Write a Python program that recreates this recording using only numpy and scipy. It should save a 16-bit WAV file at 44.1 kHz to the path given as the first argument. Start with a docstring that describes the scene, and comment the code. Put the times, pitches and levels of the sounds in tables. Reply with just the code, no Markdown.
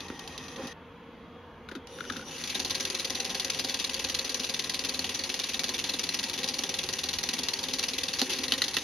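"""On a table in a room, close up: a small electric motor turns the crankshaft of a plastic model engine.
It turns slowly, stops, a switch clicks and a control tocks; then the engine runs up and its pistons clack
twenty times a second, until one piston is thrown out and bounces on the table.
Blows are bursts of ticks ringing a body, plus a table thump; motor and room are coloured, patchy noise.
"""
import sys
import numpy as np
from scipy import signal
from scipy.fft import rfft, irfft
from scipy.io import wavfile
from scipy.ndimage import uniform_filter1d

SR = 44100
rng = np.random.default_rng(int(sys.argv[2]) if len(sys.argv) > 2 else 0)


def digitize_waveform(pressure):
    """Quantize a signal to 16-bit integers and store it at the path in sys.argv[1].

    Rows of a 2-D input are taken as channels; values are limited to [-1, 1].
    """
    field = np.atleast_2d(pressure).T
    bounded = np.clip(field, -1, 1)
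    quanta = np.round(bounded * 32767).astype(np.int16)
    wavfile.write(sys.argv[1], SR, quanta)


N = 389403

# resonances of the engine block: (frequency [Hz], width [Hz], relative level [dB])
BLOCK_MODES = [(1628, 18.6, 6), (1889, 33, 6), (1994, 54, 3.5), (2268, 42, 3.5), (2640, 246, 2),
               (2860, 74, -0.5), (3250, 84, -3), (3460, 155, -1), (3660, 90, -2), (3816, 44, -1),
               (4140, 56, 3), (4470, 43, 2), (4540, 36, -2), (4770, 66, 0.5), (5180, 200, -2),
               (6046, 134, 1.5), (5770, 150, 1.5), (6560, 95, -2), (10200, 300, -3)]
# resonances of the table: (frequency [Hz], width [Hz], relative level [dB])
TABLE_MODES = [(158, 25, -24), (230, 28, -3), (261.2, 18, 4.5), (287, 22, -5), (377.5, 43, -1.5),
               (490, 13.5, -2.5), (533, 7.2, 6), (785, 89, -6.5), (1041, 37, -7.5)]
# resonances of the control's housing: (frequency [Hz], width [Hz], relative level [dB])
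KNOB_MODES = [(1450, 130, 6.5), (2320, 790, -1.5), (3580, 500, 2.5)]


def gain_of(db):
    """Decibels to an amplitude factor."""
    return 10 ** (np.asarray(db) / 20)


def evened(x):
    """Scales to rms 1."""
    return x / np.sqrt(np.mean(abs(x) ** 2) + 1e-20)


def read(points, hz):
    """Reads a spectrum on a log-frequency axis."""
    f, value = np.transpose(points)
    return np.interp(np.log(hz + 1), np.log(f + 1), value)


def causal(db):
    """Minimum-phase response for gains in dB along the last axis, so nothing rings ahead of the blow."""
    log_gain = np.log(gain_of(np.maximum(db, -100)))
    whole = np.concatenate([log_gain, log_gain[..., -2:0:-1]], -1)
    return np.exp(np.conj(signal.hilbert(whole)))[..., :log_gain.shape[-1]]


def ringing_db(modes, hz, between_db):
    """Adds the power of a set of resonances to a flat bed; widths are at least 6 Hz."""
    power = sum(gain_of(2 * db) / (1 + (2 * (hz - f) / max(w, 6)) ** 2) for f, w, db in modes)
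    return 10 * np.log10(power + gain_of(2 * between_db))


def paired(a, b, hz):
    """Mixes two spectra into two microphone ports with a frequency-dependent likeness."""
    # (frequency [Hz], left-right correlation [0..1])
    likeness = [(60, 1), (110, 0.97), (200, 0.99), (380, 0.99), (700, 0.96), (1290, 0.88), (2380, 0.83),
                (4400, 0.67), (8120, 0.016), (15000, 1)]
    apart = np.arccos(np.clip(read(likeness, hz), 0, 1)) / 2
    mid, side = a * np.cos(apart), b * np.sin(apart)
    return np.array([mid + side, mid - side])


def noise(tone_db, patchy_db, size=1024):
    """Stereo noise of rms 1 with drifting loud and soft patches; tone_db is a function of Hz."""
    hz = np.fft.rfftfreq(size, 1 / SR)
    a, b, c, d, patches = rng.standard_normal((4 * N // size + 5, len(hz), 5)).T
    patches = uniform_filter1d(patches, size=10, axis=0)
    patches = evened(uniform_filter1d(patches, size=8, axis=1))
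    level_db = tone_db(hz)[:, None] + patchy_db * patches
    z = paired(a + 1j * b, c + 1j * d, hz[:, None]) * gain_of(level_db)
    return evened(signal.istft(z, nperseg=size, noverlap=3 * size // 4)[1][:, :N])


def rattles(t, draw, rattle_ms, hurry, rise_s, spread_db, tail_db, tail_s, sudden):
    """Loose parts tick at random, gathered into sharp snaps that die away over a weak tail."""
    snaps_per_s, snap_s, between_snaps = 280, 0.0013, 0.81
    # a larger power holds the rattle and ends it suddenly
    fall = np.exp(-(1000 * t * hurry / np.maximum(rattle_ms, 1)) ** sudden)
    ticks = (draw[0] < .12) * gain_of(-spread_db * np.log(draw[1] + 0.0079)) * np.sign(draw[2] - .5)
    snaps = (draw[4] < snaps_per_s / SR) * draw[2] + (t == 0)  # the first at the blow itself
    snaps = signal.lfilter([1], [1, -np.exp(-1 / (snap_s * SR))], snaps) + between_snaps
    envelope = snaps * fall + gain_of(tail_db) * np.exp(-t / tail_s)
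    return ticks * envelope * (1 - np.exp(-t * hurry / rise_s))


def rung(near, side, hz, bright_hz, focus_db, focus_width, body):
    """The rattle rings its body, with a broad emphasis around one pitch."""
    # colour of a clack: (frequency [Hz], relative level [dB])
    clack_tone = [(300, -49.5), (1000, -11), (2000, -9), (4000, 1.5), (6500, -2.5), (10000, -7.5),
                  (12500, -14), (14500, -40.5)]
    tone_db = read(clack_tone, hz) + ringing_db(body, hz, -5.0)
    tone_db = tone_db + focus_db / (1 + (np.log((hz + 1) / bright_hz) / focus_width) ** 2)
    clack = irfft(paired(rfft(near), rfft(side), hz) * causal(tone_db))
    power = uniform_filter1d(clack.mean(0) ** 2, size=100, axis=1)
    return clack / (2.4 * np.sqrt(power.max(1, keepdims=True)))  # the strongest 2 ms sets the level


def thumps(t, hz, draw, push_s, dull_hz, damp_s):
    """A push of random grain swells over some ms, as the table takes time to move, and rings its modes."""
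    push = (draw - .5) * t * np.exp(-t / push_s)
    tone_db = ringing_db(TABLE_MODES, hz, -51) - 40 * (hz < 100)
    tone_db = tone_db - 10 * np.log10(1 + (hz / dull_hz) ** 6)  # soft blows move only the low modes
    thump = irfft(rfft(push) * causal(tone_db)) * np.exp(-t / damp_s)  # a hand on the wood damps it
    return thump / abs(thump).max(1, keepdims=True)


def hits(rows, rise_s, spread_db, focus_db, focus_width, tail_db, tail_s, thump_db, trim_db, pan_db,
         push_s, linger, dull_hz=2000, damp_s=.3, sudden=1.04, body=BLOCK_MODES):
    """Each hit is a short rattle ringing its body, then a slower thump in the table."""
    s, db, bright_hz, low_db, rattle_ms = np.array(rows).T[:, :, None]
    t, hz = np.arange(4096) / SR, np.fft.rfftfreq(4096, 1 / SR)
    draw = rng.random((len(rows), 5, 4096)).transpose(1, 0, 2)
    hurry = gain_of(linger * (np.median(db) - db))  # light blows start and settle sooner
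    near = rattles(t, draw, rattle_ms, hurry, rise_s, spread_db, tail_db, tail_s, sudden)
    side = near * np.sign(draw[3] - .5)
    clack = rung(near, side, hz, bright_hz, focus_db, focus_width, body)
    thump = thumps(t, hz, draw[3], push_s, dull_hz, damp_s)
    sway_db = pan_db + 0.98 * (draw[1, :, :1] - .5)  # each part sits elsewhere along the block
    sound = clack * gain_of([sway_db / 2, -sway_db / 2]) + gain_of(low_db + thump_db) * thump
    sound = gain_of(db + trim_db) * sound
    out = np.zeros((2, N + 4096))
    for k, start in enumerate(np.round(s[:, 0] * SR).astype(int)):
        out[:, start:start + 4096] += sound[:, k]
    return out[:, :N]


def strokes():
    """Rows for hits(), the listed clacks plus an ordinary one at each stroke left free, and leads in ms."""
    # clacks that stand out: the slow run, the run-up, the hardest at full speed, the uneven ones with a
    # piston gone: (time [s], level before trim [dB], brightest [Hz], nominal rattle [ms],
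    # lead of the lighter piston [ms], negative if it trails)
    standouts = np.array([(0.0044, -26.5, 3640, 5.8, -1), (0.0836, -34, 3620, 9.4, 2),
                          (0.193, -29.5, 3180, 8, 1.5), (0.2755, -28.5, 3190, 9.6, -2),
                          (0.378, -25, 3680, 5.8, 0.5), (0.4813, -33, 4010, 10, -2.5),
                          (0.56, -32, 3210, 12, -0.5), (0.6712, -30, 3170, 9, -4),
                          (1.871, -35, 2900, 5.2, 0.5), (2.121, -31, 5700, 8, -3), (2.167, -28, 3000, 5, 2),
                          (2.3106, -36, 2950, 11, 2.5), (2.3804, -34, 4540, 13, 0),
                          (2.438, -20.5, 3700, 7.7, 0), (2.4733, -26.5, 2570, 14, -1),
                          (2.498, -22.5, 2820, 12, 3.5), (2.5509, -17.5, 3930, 11, 5),
                          (2.5993, -17.5, 4630, 7.9, 5), (2.7063, -17.5, 3350, 8.8, 9),
                          (2.75, -18, 3920, 10, 4.5), (2.8064, -16.5, 5990, 6.9, 8),
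                          (2.8518, -15.5, 3420, 5.1, 1.5), (2.8997, -19, 4780, 7, -0.5),
                          (2.9488, -17.5, 3960, 6.1, 3), (2.996, -19.5, 4200, 14, 8.5),
                          (3.049, -17.5, 4910, 7, 3.5), (3.1033, -17, 5920, 6.5, 5),
                          (3.2011, -17, 4370, 7.0, 2.5), (3.3017, -20, 3530, 12, 7.5),
                          (3.397, -16, 4180, 11, 0.0), (3.4463, -17, 6270, 8.2, 1),
                          (3.501, -14, 6010, 4.7, 2.5), (3.5458, -21, 3120, 9.4, 12),
                          (3.5947, -17, 4700, 6.6, 6.5), (3.6452, -18, 4570, 6.9, 5),
                          (3.6949, -18.5, 4520, 12, 9), (3.7437, -15.5, 3680, 6.1, 2.5),
                          (3.798, -18, 3010, 9.0, 8.5), (3.8455, -15, 3850, 5.1, 4),
                          (3.896, -18.5, 3080, 6.6, 2.5), (3.9422, -18, 4570, 7.4, 9),
                          (4.0463, -16, 3940, 5.2, 4.5), (4.0978, -18, 5880, 6.1, 11),
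                          (4.147, -15.5, 4470, 8.1, 4), (4.193, -15, 4160, 4.1, 4.5),
                          (4.3436, -16, 5960, 10, 0.5), (4.4424, -18.5, 3750, 8.7, 9),
                          (4.4942, -18.5, 4600, 9.1, 4.5), (4.5434, -15.5, 3620, 7.4, 4.5),
                          (4.5942, -15.5, 3400, 8.4, 3), (4.6427, -20.5, 3920, 9.1, 4),
                          (4.6947, -16.5, 4700, 8.5, 0.0), (4.7432, -18, 3680, 9.6, 6),
                          (4.791, -17, 4160, 11, -0.5), (4.8473, -19, 4740, 12, 10),
                          (4.8924, -17, 4590, 6.9, 5), (4.944, -21.0, 4130, 13, 6.1),
                          (4.991, -15, 4150, 9.7, 0.0), (5.192, -19, 4200, 9.2, 2),
                          (5.2935, -17.5, 2860, 14, 1.5), (5.3409, -17, 4360, 9.1, 1),
                          (5.397, -16, 3490, 6.1, 6), (5.44, -17, 3730, 7.4, 4),
                          (5.4914, -20.5, 2690, 12, 4), (5.5428, -17.5, 3660, 7.6, 8.5),
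                          (5.5926, -15.0, 4650, 7.8, 0.0), (5.6414, -16, 4500, 5.1, 7),
                          (5.6905, -18.5, 4160, 9.8, 8.5), (5.7886, -19.5, 2710, 15, 8.5),
                          (5.8937, -16, 4200, 10, 3.5), (5.9384, -18.5, 3700, 14, 3),
                          (5.9933, -16.5, 5880, 6.8, 5), (6.0379, -17, 4420, 8.2, 5.1),
                          (6.0893, -15, 4180, 6.6, 0.5), (6.1426, -17.5, 5080, 8.8, 4.9),
                          (6.1904, -17.5, 4160, 6.1, 2), (6.2387, -17, 4330, 7.9, 9.5),
                          (6.2966, -19.5, 3370, 6.4, 11.5), (6.338, -19.5, 2760, 12, 5.5),
                          (6.3884, -20, 3600, 5.6, 12), (6.4416, -15, 3790, 5.9, 10),
                          (6.487, -17, 4240, 7.9, 10.0), (6.5891, -16.5, 5790, 7.4, 4),
                          (6.636, -16.5, 3460, 8.1, 0.5), (6.6907, -17, 5750, 9.6, 0.5),
                          (6.7888, -17, 3480, 7.3, 2), (6.837, -19.5, 4480, 8.0, 5.3),
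                          (6.8884, -17.5, 4220, 8.6, 1), (6.9353, -18, 5810, 6.2, 8.5),
                          (6.9889, -19.5, 2860, 11, 3.5), (7.0387, -17, 4480, 7.4, 5.0),
                          (7.089, -17, 4220, 8.2, 2), (7.1364, -18.5, 4390, 10.0, 6),
                          (7.1858, -17, 4160, 7.1, -0.5), (7.2352, -17, 5840, 10.4, 5),
                          (7.2889, -14.5, 4200, 5.8, 1), (7.336, -17.5, 2760, 9.1, 4),
                          (7.389, -18, 3380, 7.5, 5.5), (7.4847, -16, 4170, 8.9, 0.0),
                          (7.5361, -16, 4480, 7, 2), (7.5907, -18.5, 4670, 8.3, 2.5),
                          (7.638, -17.5, 3670, 7.9, 7), (7.793, -15, 4000, 3.5, 7.5),
                          (7.837, -15.5, 2800, 6.1, 9.5), (8.0352, -17, 4870, 9.1, 2.5),
                          (8.193, -15, 4770, 9.4, 7), (8.2966, -19, 3000, 66, 2),
                          (8.332, -19, 4230, 12, 0.5), (8.3883, -19.5, 4640, 7.7, 2.5),
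                          (8.4368, -17.5, 3620, 15, 3), (8.4814, -19, 4110, 11, -1),
                          (8.5807, -22.5, 2900, 11, 3), (8.6391, -16, 4070, 9.4, 1),
                          (8.6808, -18.5, 3880, 8.1, -3.5), (8.741, -20.5, 4440, 13, 6),
                          (8.7834, -20, 2730, 9.4, 2)])
    # range in which an ordinary clack is brightest at one block mode: (lowest [Hz], highest [Hz])
    lowest_hz, highest_hz = (2600, 6190)
    first_stroke_s, stroke_s, count = 2.548, .04986, 113  # at full speed a pair of pistons drops at every stroke
    loose_s = .0015  # play in the cranks scatters the timing
    usual_db, scatter_db = -18.5, 1.0  # level of an ordinary clack before trim
    rattle_ms, shorten = 12.7, 0.5  # a harder clack spends the same energy in a shorter rattle
    average_lead_ms = 2.2  # two pistons share a stroke; the lighter lands this much earlier on average
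    under_db, under_scatter_db = -19, 3  # thump below the clack, before its own trim

    due = first_stroke_s + stroke_s * np.arange(count)
    late, hard = rng.standard_normal((count, 2)).T
    pick, ahead = rng.random((count, 2)).T
    modes = np.array([f for f, _, _ in BLOCK_MODES if lowest_hz < f < highest_hz])
    lead_ms = 2 * average_lead_ms * ahead
    usual = np.transpose([due + loose_s * late + lead_ms / 1000,
                          usual_db + scatter_db * hard,
                          modes[(pick * len(modes)).astype(int)],
                          rattle_ms * gain_of(-shorten * scatter_db * hard),
                          lead_ms])
    free = abs(due[:, None] - standouts[:, 0]).min(1) > stroke_s / 2
    rows = np.concatenate([standouts, usual[free]])
    thump_db = under_db + under_scatter_db * np.clip(rng.standard_normal(len(rows)), -2, 1.5)
    thump_db -= (rows[:, 1] - usual_db).clip(0)  # a harder clack does not thump harder
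    rows = np.insert(rows, 3, thump_db, axis=1)[np.argsort(rows[:, 0])]
    return rows[:, :5], rows[:, 5]


def piston_clacks(clacks):
    """The heavier piston of each stroke strikes: a held, suddenly ending rattle in the block."""
    return hits(clacks, rise_s=0.00043, spread_db=1.2, focus_db=5.5, focus_width=0.09, tail_db=-19,
                tail_s=0.021, thump_db=1.5, trim_db=-0.5, pan_db=1.4, push_s=0.0047, linger=0.15,
                sudden=1.5)


def forerunners(clacks, lead_ms):
    """The lighter piston of a pair lands a few ms before the main clack, or after it if it trails."""
    rows = clacks.copy()
    rows[:, 0] -= lead_ms / 1000
    rows[:, 1] -= 60 * (abs(lead_ms) < 1.2)  # a pair that lands together is one clack
    rows[:, 2] *= gain_of(2.0 * rng.standard_normal(len(rows)))
    rows[:, 4] = 2.1 * abs(lead_ms)
    return hits(rows, rise_s=0.00023, spread_db=1.5, focus_db=4.5, focus_width=0.089, tail_db=-35,
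                tail_s=.012, thump_db=-1.5, trim_db=-6.5, pan_db=1.3, push_s=0.0039, linger=.01)


def rebounds(clacks):
    """About half a stroke after each clack the piston is picked up again with a lighter tick."""
    rows = clacks.copy()
    gap = np.minimum(np.diff(rows[:, 0], append=N / SR), .1)
    chance = rng.standard_normal((len(rows), 2))
    rows[:, 0] += gap * np.clip(.48 + .08 * chance[:, 0], 0, 1)
    rows[:, 1] += 1.0 * chance[:, 1]
    return hits(rows, rise_s=0.00035, spread_db=4.5, focus_db=3.5, focus_width=0.2, tail_db=-44,
                tail_s=0.018, thump_db=-26, trim_db=-14.0, pan_db=3.0, push_s=0.0031, linger=0.26)


def thrown_piston():
    """A loose piston pops out and bounces, ringing its own modes and thumping the table."""
    # (time [s], level before trim [dB], brightest [Hz], thump re clack before trim [dB],
    # nominal rattle [ms])
    bounces = [(8.2153, -11, 4600, -10.5, 2.9), (8.5097, -27, 3500, -20, 1.5), (8.5207, -8, 3040, -21, 2.6),
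               (8.536, -17.5, 4100, -20, 6.5), (8.6185, -10.5, 3900, -21, 4.2), (8.7668, -13, 2990, -16, 5)]
    # resonances of the loose piston on the table: (frequency [Hz], width [Hz], relative level [dB])
    piston_modes = [(1310, 170, 4.5), (1840, 70, 12), (1980, 73, 8.5), (2690, 90, 2.5), (2990, 71, 2),
                    (3270, 70, -8), (3700, 74, -5), (4220, 90, 0.5), (4600, 100, -3), (5650, 110, -14),
                    (6160, 220, -4), (10000, 360, -13)]
    return hits(bounces, rise_s=0.00047, spread_db=1.5, focus_db=7.5, focus_width=0.16, tail_db=-12.0,
                tail_s=0.018, thump_db=-1.5, trim_db=1.0, pan_db=0.0, push_s=0.0034, linger=.01,
                dull_hz=910, body=piston_modes)


def lulls(landings):
    """A bump ahead of each landing: the cranks run unloaded just before each piston drops."""
    drops = np.bincount(np.round(landings * SR).astype(int), minlength=N)
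    lull = signal.oaconvolve(drops, np.hanning(1200)[:700])[700:]
    return np.append(lull, 0)[:N]


def thin_whine():
    """The slow motor sings one thin tone, wavering in pitch and level."""
    whine_hz, whine_db, waver_db = 1873, -60.5, 3.5
    waver = evened(uniform_filter1d(rng.standard_normal((2, N)), size=1500))
    tone = np.sin(2 * np.pi * np.cumsum(whine_hz * (1 + .003 * waver[0])) / SR)
    return np.sqrt(2) * gain_of(whine_db + waver_db * waver[1]) * tone


def motor(landings):
    """Gear teeth scrape in the block, the casing or shelf colours the whirr, the frame shakes the table."""
    # motor and gears, slow run then restart: (time [s], whirr before pan and lulls [dB],
    # rumble through the table [dB])
    runs = [
        [(0, -44, -50.5), (.13, -49.5, -49.5), (.45, -45.5, -50), (.56, -47, -50), (.6, -49, -40.5),
         (.66, -42.5, -47), (.7, -46.5, -50), (.73, -46.5, -59)],
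        [(1.87, -56.5, -60), (1.95, -50, -55), (2.12, -46, -47.5), (2.19, -44, -51), (2.245, -50.5, -50),
         (2.29, -42, -46.5), (2.42, -38, -51.5), (2.6, -38, -45.5), (5.2, -38.5, -47.5), (8.1, -38.5, -47),
         (8.23, -36.5, -48), (8.33, -38, -43), (8.83, -37.5, -49)],
    ]
    # colour of the scraping gears: (frequency [Hz], relative level [dB])
    gear_tone = [(300, -25), (1000, -8.5), (1500, -7), (3000, -1.5), (4500, -4), (6000, -1.5), (10000, -7),
                 (12500, -18.5), (14500, -82)]
    # resonances of the motor casing: (frequency [Hz], width [Hz], relative level [dB])
    casing_modes = [(2930, 80, 4), (3620, 110, 0.5), (5830, 130, 3.5), (10000, 390, -8)]
    # the first stand, a corner of a shelf, colours the whirr:
    # (frequency [Hz], width [Hz], relative level [dB])
    shelf_modes = [(1160, 46, 8.5), (1860, 79, 6.5), (2540, 23, 4), (3230, 60, 1), (3620, 97, -2.5),
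                   (3960, 58, -4), (4600, 60, -13), (5000, 42, -1), (5960, 250, -4)]
    # the quieter the gears, the larger the share of the bare motor
    bare_at_speed, bare_per_db, full_db, bare_on_shelf = 0.08, 0.09, -38.5, 0.57

    t = np.arange(N) / SR
    s, whirr_points_db, rumble_points_db = np.concatenate(runs).T
    whirr_db, rumble_db = np.interp(t, s, whirr_points_db), np.interp(t, s, rumble_points_db)
    stop, restart = runs[0][-1][0], runs[1][0][0]
    running = uniform_filter1d(1. * ((t < stop) | (t > restart)), 200)
    slow = t < stop + .1
    bare = np.clip(bare_at_speed + bare_per_db * (full_db - whirr_db), 0, 1)
    bare = np.where(slow, bare_on_shelf, bare)

    teeth = gain_of(1.55 * evened(uniform_filter1d(rng.standard_normal(N), 90)))
    gears = noise(lambda hz: read(gear_tone, hz) + ringing_db(BLOCK_MODES, hz, -3.5), patchy_db=1.5)
    casing = noise(lambda hz: ringing_db(casing_modes, hz, -8.5) + read(gear_tone, hz), patchy_db=2.0)
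    shelf = noise(lambda hz: ringing_db(shelf_modes, hz, -30) + read(gear_tone, hz), patchy_db=-0.5)
    shake = noise(lambda hz: ringing_db(TABLE_MODES, hz, -50), patchy_db=2.5, size=4096)

    whirr = np.sqrt(1 - bare) * evened(teeth * gears) + np.sqrt(bare) * np.where(slow, shelf, casing)
    whirr *= gain_of(-5.5 * lulls(landings))
    whirr *= gain_of([[.6], [-.6]]) * gain_of(whirr_db)  # slightly to the left
    whirr += thin_whine() * slow
    return running * (whirr + gain_of(rumble_db) * shake)


def dial_tocks():
    """Hollow tocks in the housing as the control is turned up."""
    # (time [s], level before trim [dB], brightest [Hz], thump re tock before trim [dB],
    # nominal rattle [ms])
    tocks = [(1.9849, -31, 1440, -24, 3), (2.0035, -21, 1480, -16, 4.2), (2.0398, -32, 1420, -9, 3.2),
             (2.0514, -33, 1450, -13, 3), (2.0985, -20.5, 1420, -8, 3.1), (2.1206, -34, 1360, -6, 3),
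             (2.1344, -32, 1420, -2, 3), (2.16, -28.5, 1400, -3, 2.3), (2.191, -32, 1450, -10, 3),
             (2.2109, -35, 1420, -2, 3), (2.2244, -35, 1450, -0.5, 3)]
    return hits(tocks, rise_s=0.00092, spread_db=4.5, focus_db=25.5, focus_width=0.38, tail_db=-14,
                tail_s=0.013, thump_db=-3.0, trim_db=-1.0, pan_db=3.0, push_s=0.008, linger=.01,
                dull_hz=325, body=KNOB_MODES)


def power_switch():
    """The power switch clicks over, ringing the housing of the control."""
    # (time [s], level before trim [dB], brightest [Hz], thump re click before trim [dB],
    # nominal rattle [ms])
    clicks = [(1.6875, -28.5, 1430, -18, 5), (1.714, -30, 1560, -5, 5.8), (1.7512, -28.5, 1370, -9, 5.5),
              (1.7643, -42, 1690, 4, 4.5)]
    return hits(clicks, rise_s=.0003, spread_db=2.5, focus_db=19.0, focus_width=0.37, tail_db=-3,
                tail_s=0.017, thump_db=4.0, trim_db=-1.5, pan_db=4.5, push_s=0.0041, linger=.01,
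                dull_hz=325, body=KNOB_MODES)


def hand_knocks():
    """A hand leaves the table: dull, quickly damped knocks with no ringing body."""
    # (time [s], level before trim [dB], brightest [Hz], thump re knock before trim [dB],
    # nominal rattle [ms])
    knocks = [(0.0995, -30, 1250, 6.5, 2.8), (0.1235, -44, 1800, 12, 4), (0.582, -35, 1050, -4, 8.5),
              (0.5949, -38, 1100, 8, 4), (0.616, -37, 1150, -4, 9.5), (0.6344, -38, 1130, 11, 3.7),
              (0.6537, -42.5, 1130, 12, 5.1), (0.672, -47, 1130, 9, 4)]
    return hits(knocks, rise_s=0.00075, spread_db=6.5, focus_db=33.0, focus_width=0.69, tail_db=-7,
                tail_s=0.014, thump_db=-3.5, trim_db=1.0, pan_db=-.6, push_s=0.00092, linger=.01,
                dull_hz=380, damp_s=0.011, body=[])


def room():
    """Low steady hum of the room, standing in a few modes, thinning into faint hiss."""
    # resonances of the room: (frequency [Hz], width [Hz], relative level [dB])
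    room_modes = [(87.7, 9.8, -1), (166, 20.4, -2), (245.4, 34, -3.5), (330, 26, -7.5), (472, 44, -2.5),
                  (920, 27, -7.5), (1070, 230, -13.5), (3320, 36, -15.5)]
    # colour of the room: (frequency [Hz], relative level per Hz [dB])
    room_tone = [(20, -28), (45, -9.5), (300, -26.5), (800, -18), (1500, -20.5), (3000, -24.5),
                 (5000, -38.5), (6500, -41.5), (12500, -51.5), (15000, -55)]
    room_db = -48

    def tone_db(hz):
        modes_db = 2 * ringing_db(room_modes, hz, -90) - (hz / 1500) ** 2
        return 10 * np.log10(gain_of(2 * read(room_tone, hz)) + gain_of(modes_db))

    return gain_of(room_db) * noise(tone_db, patchy_db=1.9, size=4096)


def scene():
    """All sources at the microphone."""
    clacks, lead_ms = strokes()
    landings = clacks[:, 0] - lead_ms.clip(0) / 1000  # the earlier piston of each pair
    engine = piston_clacks(clacks) + forerunners(clacks, lead_ms) + rebounds(clacks)
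    handling = dial_tocks() + power_switch() + hand_knocks()
    return engine + thrown_piston() + motor(landings) + handling + room()


def record(dry):
    """The microphone housing cuts notches and drops the deepest bass; then the band limit."""
    # broad dip of the microphone: (centre [Hz], half width [Hz], depth [dB])
    dip_hz, dip_width_hz, dip_db = (8024, 753, 35.6)
    # narrow cancellations between the ports and the housing: (centre [Hz], half width [Hz])
    cancellations = [(5420, 150), (10580, 200)]
    edge_hz = 15750
    hz = np.fft.rfftfreq(4096, 1 / SR)
    colour_db = -dip_db * np.exp(-((hz - dip_hz) / dip_width_hz) ** 2)
    for f, w in cancellations:
        colour_db += 10 * np.log10(1 - .98 / (1 + ((hz - f) / w) ** 2))
    heard = signal.oaconvolve(dry, irfft(causal(colour_db))[None, :2048])[:, :N]
    heard = signal.sosfilt(signal.butter(4, 38, "high", fs=SR, output="sos"), heard)
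    band = signal.firwin(511, edge_hz, window=("kaiser", 9), fs=SR)
    return signal.oaconvolve(heard, band[None], "same")


dry = scene()
out = record(dry)
digitize_waveform(out)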